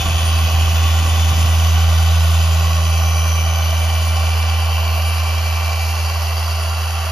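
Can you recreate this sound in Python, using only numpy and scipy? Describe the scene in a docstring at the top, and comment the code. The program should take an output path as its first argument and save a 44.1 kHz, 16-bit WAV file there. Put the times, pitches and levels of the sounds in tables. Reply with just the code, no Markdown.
"""A dual-action polisher buffs a car's side panel outdoors, at nearly steady speed, turning away from a phone.
The orbiting pad pumps the air with a low hum and rubs the paint, and its bearing rasps once an orbit.
The mains motor whines in sweeping lobes, and its fan and brushes rush through the vents.
Light wind reaches the microphone, and dull knocks on the phone are heard in the first second and a half."""
import sys
import numpy as np
from scipy import signal
from scipy.fft import rfft, irfft
from scipy.io import wavfile
from scipy.ndimage import uniform_filter1d

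SR = 44100
rng = np.random.default_rng(int(sys.argv[2]) if len(sys.argv) > 2 else 0)


def output_pcm(signal):
    """Save a mono or channel-first signal as 16-bit PCM at the path in sys.argv[1].

    Samples are clipped to [-1, 1] before scaling.
    """
    pcm = np.clip(np.atleast_2d(signal).T, -1, 1) * 32767
    wavfile.write(sys.argv[1], SR, np.round(pcm).astype(np.int16))


N = 313551
TIME = np.arange(N) / SR  # seconds
FRAME = 2048  # samples in each slice of noise that gets its own colour
MAINS_HZ = 50
GEAR = 9 / 43  # pad orbits per turn of the motor


def undb(db):
    """Turn decibels into gain."""
    return 10 ** (np.asarray(db) / 20)


def curves(table, t=TIME):
    """Read the columns of a timed table at times t, in straight lines between rows."""
    seconds, *columns = np.transpose(table)
    return [np.interp(t, seconds, column) for column in columns]


def over_hz(table, hz):
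    """Read the columns of a frequency table, in straight lines on a log axis."""
    table_hz, *columns = np.transpose(table)
    log_hz = np.log(np.maximum(hz, 1))
    return [np.interp(log_hz, np.log(table_hz), column) for column in columns]


def walk(rate):
    """Smooth chance of spread 1 that changes about rate times a second."""
    hz = np.arange(N // 2 + 1) / N * SR
    smoothing = np.exp(-(2 * hz / rate) ** 2)
    x = irfft(rfft(rng.standard_normal(N)) * smoothing, N)
    return (x - x.mean()) / x.std()


def turning(hz):
    """Angle in radians of a shaft that turns hz times a second."""
    return 2 * np.pi * np.cumsum(hz) / SR


def bell(x, centre, width):
    """A bump of height 1, half as high width / 2 from its centre."""
    return .5 ** ((2 * (x - centre) / width) ** 2)


# How the tool is held.
# Each row: time in seconds, how far the vents are turned away from 0 (facing the phone) to 1.
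GRIP = [(0, 0), (1.2, 0.13), (2.3, 0.37), (3.3, 0.34), (4.1, 0.54), (5.2, 0.54), (7.1, 0.83)]


def turned(facing, away, t=TIME):
    """A value that moves from facing to away as the vents turn from the phone."""
    return facing + (away - facing) * curves(GRIP, t)[0]


# How the two microphone ports hear the tool.
# Each row: frequency in Hz, phase by which left leads in radians, likeness of the two from 0 to 1,
# level of left minus right in dB.
PORTS = [(80.0, -0.24, 0.99, -1.3), (350.0, -0.5, 0.82, 0.4), (700.0, -0.25, 0.85, -3.4),
         (1150.0, -0.35, 0.9, -3.4), (1500, -0.3, 0.74, -2.4), (1850.0, 0.0, 0.99, -1.1),
         (2350.0, 1.15, 0.8, -0.8), (2680.0, 0.5, 0.75, -1.4), (3250.0, 1.75, 0.76, 1.2),
         (4200.0, -0.1, 0.58, 0.8), (4900, -0.2, 0.72, 1.0), (5800.0, -0.6, 0.74, 1.6),
         (6600, -1.0, 0.62, 0.9), (7050.0, -1.8, 0.65, 0.4), (7400, -2.5, 0.8, 0), (7800, -3.08, 0.98, 0),
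         (8300.0, -3.14, 0.998, 0), (9000, -3.2, 0.99, 0), (9400.0, -3.9, 0.88, 0), (10000, -4.4, 0.76, 0),
         (10800.0, -6.1, 0.8, 0), (11300, -6.28, 0.97, 0), (13200.0, -6.3, 0.96, 0),
         (14100.0, -8.3, 0.86, -0.1)]


def port_gains(hz):
    """Complex gains of the left and right port for sound from the tool; mean power 1."""
    lead, _, pan_db = over_hz(PORTS, hz)
    left = undb(pan_db / 2) * np.exp(.5j * lead)
    right = undb(-pan_db / 2) * np.exp(-.5j * lead)
    pair = np.array([left, right])
    return pair / np.sqrt(np.mean(abs(pair) ** 2, axis=0))


def tone(angle, hz, db):
    """A partial near hz at both ports; db is its rms level."""
    return np.sqrt(2) * undb(db) * np.real(port_gains(hz)[:, None] * np.exp(1j * angle))


def rush(drive, colour, patchy_db):
    """Turbulence of strength drive, shaped by colour(Hz, s) in dB, at both ports; rms 1 over half a second."""
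    noise = rng.standard_normal((3, N)) * drive
    hz, t, (direct, *scattered) = signal.stft(noise, SR, nperseg=FRAME)
    hz = hz[:, None]
    # both ports share the direct noise, and each has scattered noise of its own
    alike = np.clip(over_hz(PORTS, hz)[1], 0, 1)
    mixed = np.sqrt(alike) * direct + np.sqrt(1 - alike) * np.array(scattered)
    # reflections off the panel shift as the tool moves, so the colour drifts in patches
    patches = rng.standard_normal(direct.shape)
    for _ in range(2):
        patches = uniform_filter1d(patches, size=6, axis=0)
        patches = uniform_filter1d(patches, size=30, axis=1, mode="wrap")
    gain = undb(colour(hz, t) + patchy_db * patches / patches.std())
    x = signal.istft(port_gains(hz) * mixed * gain, SR, nperseg=FRAME)[1][:, :N]
    return x / np.sqrt(uniform_filter1d(np.mean(x ** 2, axis=0), size=SR // 2))


def evened(x, size):
    """Noise held at even strength over size samples, so bursts land with the force given to them; rms 1."""
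    power = np.mean(x ** 2, axis=0)
    for _ in range(2):
        power = uniform_filter1d(power, size=size)
    return x / np.sqrt(power)


def body(spectrum, modes, hz, t):
    """A broad spectrum with resonances that change as the tool is turned, in dB."""
    boosts = sum(bell(hz, f, width) * turned(facing, away, t) for f, width, facing, away in modes)
    return over_hz(spectrum, hz)[0] + boosts


def swells(table, hz, t):
    """Boost in dB of resonances that come and go as the tool moves."""
    return sum(db * bell(t, s, length) * bell(hz, f, width) for s, length, f, width, db in table)


def ripple(shaft):
    """The motor's torque pulses with each half wave of the mains and with each turn of the shaft."""
    return 1 + .11 * np.cos(4 * np.pi * MAINS_HZ * TIME) + .06 * np.cos(shaft)


# How strongly the pad shakes the panel.
# Each row: time in seconds, level of the hum in dB.
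HUM = [(0.0, -22), (0.11, -16), (0.24, -15), (0.7, -13.5), (1.4, -13), (1.95, -12), (2.4, -12.5),
       (2.7, -14.5), (3.05, -14.2), (3.55, -15.8), (3.9, -15.5), (4.3, -15.5), (5.0, -16.5), (5.7, -18),
       (6.65, -19), (7.0, -20)]
# Overtones that swell and sink as the pad crosses bellies and nodes of the panel.
# Each key is a multiple of the orbit; each row: time in seconds, middle level in dB.
HUM_OVERTONES = { 2: [(0, -38), (0.95, -38), (1.5, -34.5), (1.9, -32.2), (2.3, -31.6), (2.8, -32.4),
                 (3.3, -35), (3.75, -38), (4.1, -41.5), (5.5, -48.5), (6.3, -55), (7.1, -56)], 3: [(0, -50),
                 (0.35, -43), (0.8, -47.5), (1.55, -42.5), (2.3, -58), (2.9, -51), (3.6, -51), (4.3, -48),
                 (5, -49), (5.6, -54.5), (7.1, -63)], 4: [(0, -50), (1.5, -50), (1.95, -69), (2.6, -56),
                 (7.1, -71)]}
# Moments when the hum dips briefly.
# Each row: middle in seconds, length at half depth in seconds, change in dB.
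HUM_DIPS = [(0.195, 0.03, -2), (0.5, 0.05, -2.5), (1.094, 0.04, -2), (1.341, 0.013, -5), (1.387, 0.022, 0)]


def hum(orbit, shaft, orbit_hz, spin_hz=6.5, spin_db=-47, bearing_db=-56, beat_db=-60, waver_db=0.4):
    """The eccentric pad shakes the panel once an orbit; its slow free spin beats against that."""
    dips_db = sum(db * bell(TIME, s, length) for s, length, db in HUM_DIPS)
    harmonics = tone(orbit + np.pi, orbit_hz, curves(HUM)[0] + dips_db)
    for k, levels in HUM_OVERTONES.items():
        level_db = curves(levels)[0] + waver_db * walk(4.5)
        harmonics = harmonics + tone(k * orbit + np.pi, k * orbit_hz, level_db)
    spin = turning(spin_hz * (1 + 0.11 * walk(1.5)))
    throb = tone(orbit - spin, orbit_hz, spin_db + 2 * walk(2.7))
    # faint extra tones: a bearing cage at a third of the motor speed, and the motor beating with the orbit
    cage = tone(shaft / 3, 2 * orbit_hz, bearing_db + 2 * walk(4))
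    beat = tone(shaft - orbit, 4 * orbit_hz, beat_db + 2 * walk(3.4))
    return harmonics + throb + cage + beat


def lobes(at, spacing, depth_db):
    """Broad swells and narrow gaps of a beam that sweeps past, in dB below its peak."""
    gap = undb(-depth_db) ** 2
    return 10 * np.log10(gap + (1 - gap) * np.cos(np.pi * (TIME - at) / spacing) ** 2)


# High motor tones that leave the tool in lobes that sweep past the phone.
# Each row: multiple of the motor speed, middle peak level in dB with the vents facing, the same turned away,
# time of one lobe in seconds, time between lobes in seconds, depth of the gaps in dB.
BEAMED_ORDERS = [(24, -37.5, -42.5, 3.09, 0.93, 4), (30, -46, -49.5, 1.33, 1.23, 0.5),
                 (36, -40.5, -46, 3.2, 0.86, 6)]
# Motor tones whose levels come and go as the vents turn. # Each key is a multiple of the motor speed; each row:
# time in seconds, middle level in dB.
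WHINE_LEVELS = { 1: [(0, -45.5), (1, -48.5), (2.8, -49.5), (3.6, -52), (5.2, -51.5), (7.1, -49.5)],
                6: [(0, -39.5), (0.7, -43), (1.4, -41.5), (2.65, -42.5), (3, -37.5), (3.6, -34.5),
                (4.6, -36.5), (5.8, -35.5), (6.3, -43.5), (6.8, -49)], 7: [(0, -43), (1.2, -47), (2.3, -47),
                (3.3, -56), (4.2, -43), (5.4, -46), (6.1, -39), (7.1, -44)], 9: [(0, -31.5), (0.18, -38),
                (0.33, -41), (0.62, -44), (0.85, -36), (1.25, -36), (1.45, -39), (1.7, -40.5),
                (2.35, -38.5), (3.1, -56), (3.6, -46), (4.5, -44), (5.3, -64), (7.1, -60)], 10: [(0, -52),
                (2.2, -45), (3.3, -53), (7.1, -58)], 12: [(0, -45), (0.35, -40), (0.8, -47), (1.6, -44),
                (2.1, -44), (3.1, -42.5), (3.5, -44), (4.1, -40), (5.6, -40.5), (6.45, -37.5), (7, -44.5)],
                18: [(0.05, -35), (0.35, -47), (1, -36), (1.7, -43), (2.6, -38.5), (3.45, -58), (4, -41.5),
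                (4.7, -48), (5.1, -43.5), (7.1, -49)]}
# Further motor tones, whose levels wander as the tool moves. # Each row: multiple of the motor speed, middle
# level in dB before a 1 dB cut.
MOTOR_ORDERS = [(2, -40), (3, -45), (4, -52), (5, -48.5), (8, -46), (11, -55), (13, -55), (16, -56),
                (17, -56), (26, -58), (27, -58), (28, -57)]
WHINE_ROUGH, WHINE_FLUTTER = 0.26, 0.28  # irregular and spinning change of strength, as parts of 1


def whine(shaft, shaft_hz, orbit, others_db=-1.0, stray_db=2.24, waver_db=0.6, fade_db=6.0):
    """Fan blades, gear teeth and commutator sing at multiples of the motor speed."""
    orders = []
    for k, facing, away, at, spacing, depth in BEAMED_ORDERS:
        beam_db = turned(facing, away) + lobes(at, spacing, depth)
        orders.append((k, beam_db + stray_db * walk(10.0)))
    for k, levels in WHINE_LEVELS.items():
        orders.append((k, curves(levels)[0] + waver_db * walk(6.9)))
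    for k, db in MOTOR_ORDERS:
        # short waves fade more than long ones as the tool moves
        orders.append((k, db + others_db + fade_db * np.tanh(k / 10) * walk(5.3)))
    # the orbit shakes the whole tool, and play in the gears makes the shaft flutter
    angle = shaft + .009 * np.sin(orbit) + .0035 * walk(60)
    # the spinning pad reflects the tones, so each flutters a little
    spin = turning(9.5 + .8 * walk(2))
    total = 0
    for k, db in orders:
        flutter = 1 + WHINE_FLUTTER * np.cos(spin + 2 * np.pi * rng.random()) + WHINE_ROUGH * walk(104)
        start_angle = 2 * np.pi * rng.random()
        total = total + tone(k * angle + start_angle, k * shaft_hz, db) * flutter
    return total


# Broad colour of foam rubbing paint.
# Each row: frequency in Hz, relative level in dB per Hz.
RUB = [(60, -49), (200, -15.5), (340, -16.5), (450, -11.5), (600, -3.5), (1000, -5), (1500, -9.5),
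       (1750, -12.5), (2400, -13.5), (6000, -88)]
# Resonances of the panel.
# Each row: frequency in Hz, width in Hz, boost in dB with the vents facing, boost in dB turned away.
PANEL_MODES = [(334, 59, -2, -3.5), (487, 99, 3, -0.5), (664, 105, 4.5, 4.5), (772, 70, 7, 4.5),
               (1083, 153, 8, 6), (1158, 93, 6.5, 3.5), (1384, 35, 6.5, 7.5), (1475, 96, 8.5, 2)]
# Panel resonances that swell or sink as the pad passes over them.
# Each row: middle in seconds, length in seconds, frequency in Hz, width in Hz, boost in dB.
PANEL_SWELLS = [(0.44, 0.65, 690, 150, 2.5), (2.7, 2.1, 1690, 150, -12), (3.1, 0.87, 930, 150, -4),
                (3.8, 1.3, 650, 97, 2.5), (4.87, 0.32, 670, 71, 3.5), (4.85, 0.34, 1040, 150, 4),
                (6.15, 2.1, 900, 120, 2.5), (7, 1.1, 1340, 170, 6.5), (2.4, 1.2, 1480, 180, 1.5),
                (5.06, 0.49, 520, 210, 2.5)]
RUB_DB = -28.5  # level of the rubbing at full pressure


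def pad(orbit, shaft, load_db, grab_db=0.43):
    """Foam rubs the paint, buzzing with the motor's torque and fluttering as it spins, and rings the panel."""
    spin = turning(9.5 + 1.3 * walk(2))
    flutter = 1 + .075 * np.cos(spin) + .055 * np.cos(orbit + 1.8)
    drive = flutter * ripple(shaft) * undb(grab_db * walk(44))

    def colour(hz, t):
        return body(RUB, PANEL_MODES, hz, t) + swells(PANEL_SWELLS, hz, t)

    return undb(RUB_DB + load_db) * rush(drive, colour, patchy_db=0.64)


# Ring of the eccentric's bearing.
# Each row: frequency in Hz, relative level in dB per Hz.
BEARING = [(500, -45), (2200, -24), (2500, -12), (2700, -5), (2850, -7), (2950, -1), (3040, 0.5),
           (3180, -5), (3550, -19), (5000, -27), (6000, -18), (7000, -32), (15000, -55)]
RASP_DB = -26.3  # peak strength of each scrape, facing and at full pressure, before the motor's ripple


def rasp(orbit, shaft, load_db, away_db=-4.0, db_per_load=2.0):
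    """Once an orbit the counterweight loads the bearing, which scrapes; quieter as the tool turns away."""
    scrape = np.exp(2.0 * (np.cos(orbit + .6) - 1)) * ripple(shaft)
    ring = rush(1, lambda hz, t: over_hz(BEARING, hz)[0], patchy_db=2.5)
    level_db = RASP_DB + turned(0, away_db) + db_per_load * load_db
    return undb(level_db) * scrape * evened(ring, size=90)


# Broad colour of the vent air.
# Each row: frequency in Hz, relative level in dB per Hz.
AIR = [(500, -12), (1500, -6), (2200, -2), (2900, 6), (3600, -8), (4500, 2), (5500, -2.5), (7500, -10),
       (9400, -13.5), (10700, -3.5), (12200, -9), (13600, -9), (15000, -45)]
# Resonances of the tool's housing.
# Each row: frequency in Hz, width in Hz, boost in dB with the vents facing, boost in dB turned away.
HOUSING_MODES = [(1950, 230, 6.2, -1), (2536, 140, 8.8, -2), (2694, 150, 0.5, 7.5), (3030, 143, 6.3, 3.5),
                 (3330, 360, 7.6, 1.5), (3880, 380, 6.2, 0), (4330, 500, 1.1, 1.5), (6250, 1400, 9.7, 4)]
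# Vent slots that point at the phone, or away from it, in passing.
# Each row: middle in seconds, length in seconds, frequency in Hz, width in Hz, boost in dB.
VENT_SWELLS = [(0.4, 1.9, 3140, 650, 4.5), (2, 1.1, 3780, 220, 4.5), (3.3, 0.88, 6000, 490, 10.5),
               (4.96, 1, 2820, 340, 7), (7.1, 0.92, 4800, 250, 4.5), (3.44, 1.2, 3020, 300, 8),
               (7.1, 1.5, 3550, 330, 0), (3.2, 0.68, 11700, 3000, 3.5), (4.55, 0.5, 12000, 2500, -3),
               (5, 0.27, 11700, 2000, 4), (0.9, 2.6, 4540, 110, 2), (0.9, 1.7, 5730, 450, -4),
               (0.9, 2.2, 6120, 270, 2), (4.7, 3.5, 6500, 300, -5), (4.5, 5.0, 2850, 120, -4),
               (6.4, 0.7, 4690, 130, 4), (3.3, 1.2, 3600, 350, -2.5)]
AIR_DB, AIR_TURNED_DB = -26.5, -5  # level when facing, and its change when turned fully away


def vents(shaft, orbit, sputter_db=1.2):
    """Cooling air and sputtering brushes hiss, pulsing with the motor and slightly with the orbit."""
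    pulse = ripple(shaft) + .04 * np.cos(orbit + 1.2)
    sputter = undb(sputter_db * walk(330))

    def colour(hz, t):
        return body(AIR, HOUSING_MODES, hz, t) + swells(VENT_SWELLS, hz, t)

    return undb(AIR_DB + turned(0, AIR_TURNED_DB)) * rush(pulse * sputter, colour, patchy_db=1.5)


# Colours of the steady breeze, of a gust's deep thump and of its brighter flap.
# Each row: frequency in Hz, relative level in dB per Hz.
WIND = [(15, -30), (27, -7), (42, -3), (62, 6.5), (95, -2.5), (130, -8.5), (200, -19), (300, -20),
        (600, -46), (3000, -75)]
BUFFET = [(15, -25), (35, -8), (62, 8), (110, -8), (160, -16), (300, -45), (3000, -96)]
FLAP = [(50, -24), (130, 6), (200, -3), (320, -15), (450, -22), (700, -25), (3000, -69)]
# Gusts on the microphone.
# Each row: middle in seconds, length in seconds, deep thump in dB, brighter flap in dB (before the leak).
GUSTS = [(0.008, 0.027, -21, -39), (0.076, 0.05, -23, -33), (0.15, 0.05, -29, -35), (0.45, 0.05, -29, -34),
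         (0.55, 0.027, -26, -38), (0.644, 0.05, -22, -33), (0.735, 0.03, -32, -33),
         (0.874, 0.044, -27, -39), (1.06, 0.091, -30, -36), (1.157, 0.05, -30, -36),
         (1.555, 0.025, -27, -37), (1.785, 0.04, -29, -48), (1.89, 0.045, -31, -48),
         (2.602, 0.19, -34, -52), (6.116, 0.18, -34, -51)]
BREEZE_DB, LULL_DB, EASES_S, CALM_S = -33, -42, 1.1, 2.9  # the breeze holds, then dies down (before the leak)


def wind(eddy_db=1.5):
    """A breeze rumbles on the microphone and dies down; short, strong gusts thump and reach higher."""
    breeze_db = np.interp(TIME, [EASES_S, CALM_S], [BREEZE_DB, LULL_DB])
    breeze = undb(breeze_db + eddy_db * walk(24))
    rumble = rush(1, lambda hz, t: over_hz(WIND, hz)[0], patchy_db=3.0)

    def churn(spectrum):
        noise = rush(1, lambda hz, t: over_hz(spectrum, hz)[0], patchy_db=3.5)
        return evened(noise, size=700)

    thumps = sum(undb(db) * bell(TIME, s, length) for s, length, db, _ in GUSTS) * churn(BUFFET)
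    flaps = sum(undb(db) * bell(TIME, s, length) for s, length, _, db in GUSTS) * churn(FLAP)
    # the slowest pressure swings leak past the diaphragm
    leak = signal.butter(2, 42, "high", fs=SR, output="sos")
    return signal.sosfilt(leak, breeze * rumble + thumps + flaps)


# Dull knocks on the hand-held phone.
# Each row: start in seconds, pitch of the thud in Hz, thud in dB, tap in dB (before the soft attack and decay).
KNOCKS = [(0.044, 88, -15, -36), (0.057, 72, -16, -16), (0.097, 135, -15, -22), (0.127, 110, -27, -29),
          (0.150, 80, -20, -31), (0.228, 110, -18, -27), (0.428, 130, -23, -29), (0.544, 130, -29, -37),
          (0.622, 125, -22, -31), (0.648, 95, -22, -34), (1.018, 140, -26, -25), (1.173, 120, -29, -27),
          (1.313, 125, -14, -34), (1.323, 140, -20, -22), (1.341, 65, -15, -34), (1.378, 100, -23, -20),
          (1.419, 110, -17, -27), (1.445, 100, -11, -23), (1.455, 85, -16, -23)]
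KNOCK_ATTACK_S, THUD_T60_S, TAP_T60_S = 0.0026, .07, .055  # T60: time to fall by 60 dB
TAP_HZ = 232  # the tap's two tones lie below and above this


def knocks(upper_db=-4.0):
    """Each knock on the phone starts a deep thud and a shorter, hollow tap, which die away at once."""
    out = np.zeros(N)
    for s, thud_hz, thud_db, tap_db in KNOCKS:
        age = np.maximum(TIME - s, 0)
        low_hz, high_hz = TAP_HZ * np.exp(.06 * rng.standard_normal(2)) * [.8, 1.33]
        modes = [(thud_hz, thud_db, THUD_T60_S),
                 (low_hz, tap_db, TAP_T60_S),
                 (high_hz, tap_db + upper_db, TAP_T60_S)]
        attack = 1 - np.exp(-age / KNOCK_ATTACK_S)
        for hz, db, t60 in modes:
            decay = np.exp(-np.log(1000) * age / t60)
            out += undb(db) * attack * decay * np.sin(2 * np.pi * hz * age)
    return out


# Motor speed, which rises a little when the pad is pressed less.
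# Each row: time in seconds, speed in turns per second (Hz).
SPEED = [(0.0, 390.3), (0.5, 390.1), (1.35, 391.7), (1.85, 392.8), (2.3, 392.5), (2.7, 391.8),
         (3.25, 391.8), (3.8, 391.3), (4.35, 391.9), (4.75, 391.1), (5.55, 391.8), (6.35, 390.5),
         (7.11, 390.5)]
EASE_DB, EASE_FROM_S, EASE_TO_S = -1.1, 4.6, 6.1  # the foam is pressed evenly, then a little less


def scene():
    """One motor drives the whole tool; a gear turns its speed into the pad's orbit."""
    motor_hz, = curves(SPEED)
    load_db = np.interp(TIME, [EASE_FROM_S, EASE_TO_S], [0, EASE_DB])
    shaft = turning(motor_hz)
    orbit = GEAR * shaft
    tones = hum(orbit, shaft, GEAR * motor_hz.mean()) + whine(shaft, motor_hz.mean(), orbit)
    rubbing = pad(orbit, shaft, load_db) + rasp(orbit, shaft, load_db)
    return tones + rubbing + vents(shaft, orbit) + wind() + knocks()


def record(dry):
    """The phone cuts the treble steeply above 15400 Hz."""
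    return signal.sosfilt(signal.ellip(10, .1, 80, 15400, fs=SR, output="sos"), dry)


dry = scene()
out = record(dry)
output_pcm(out)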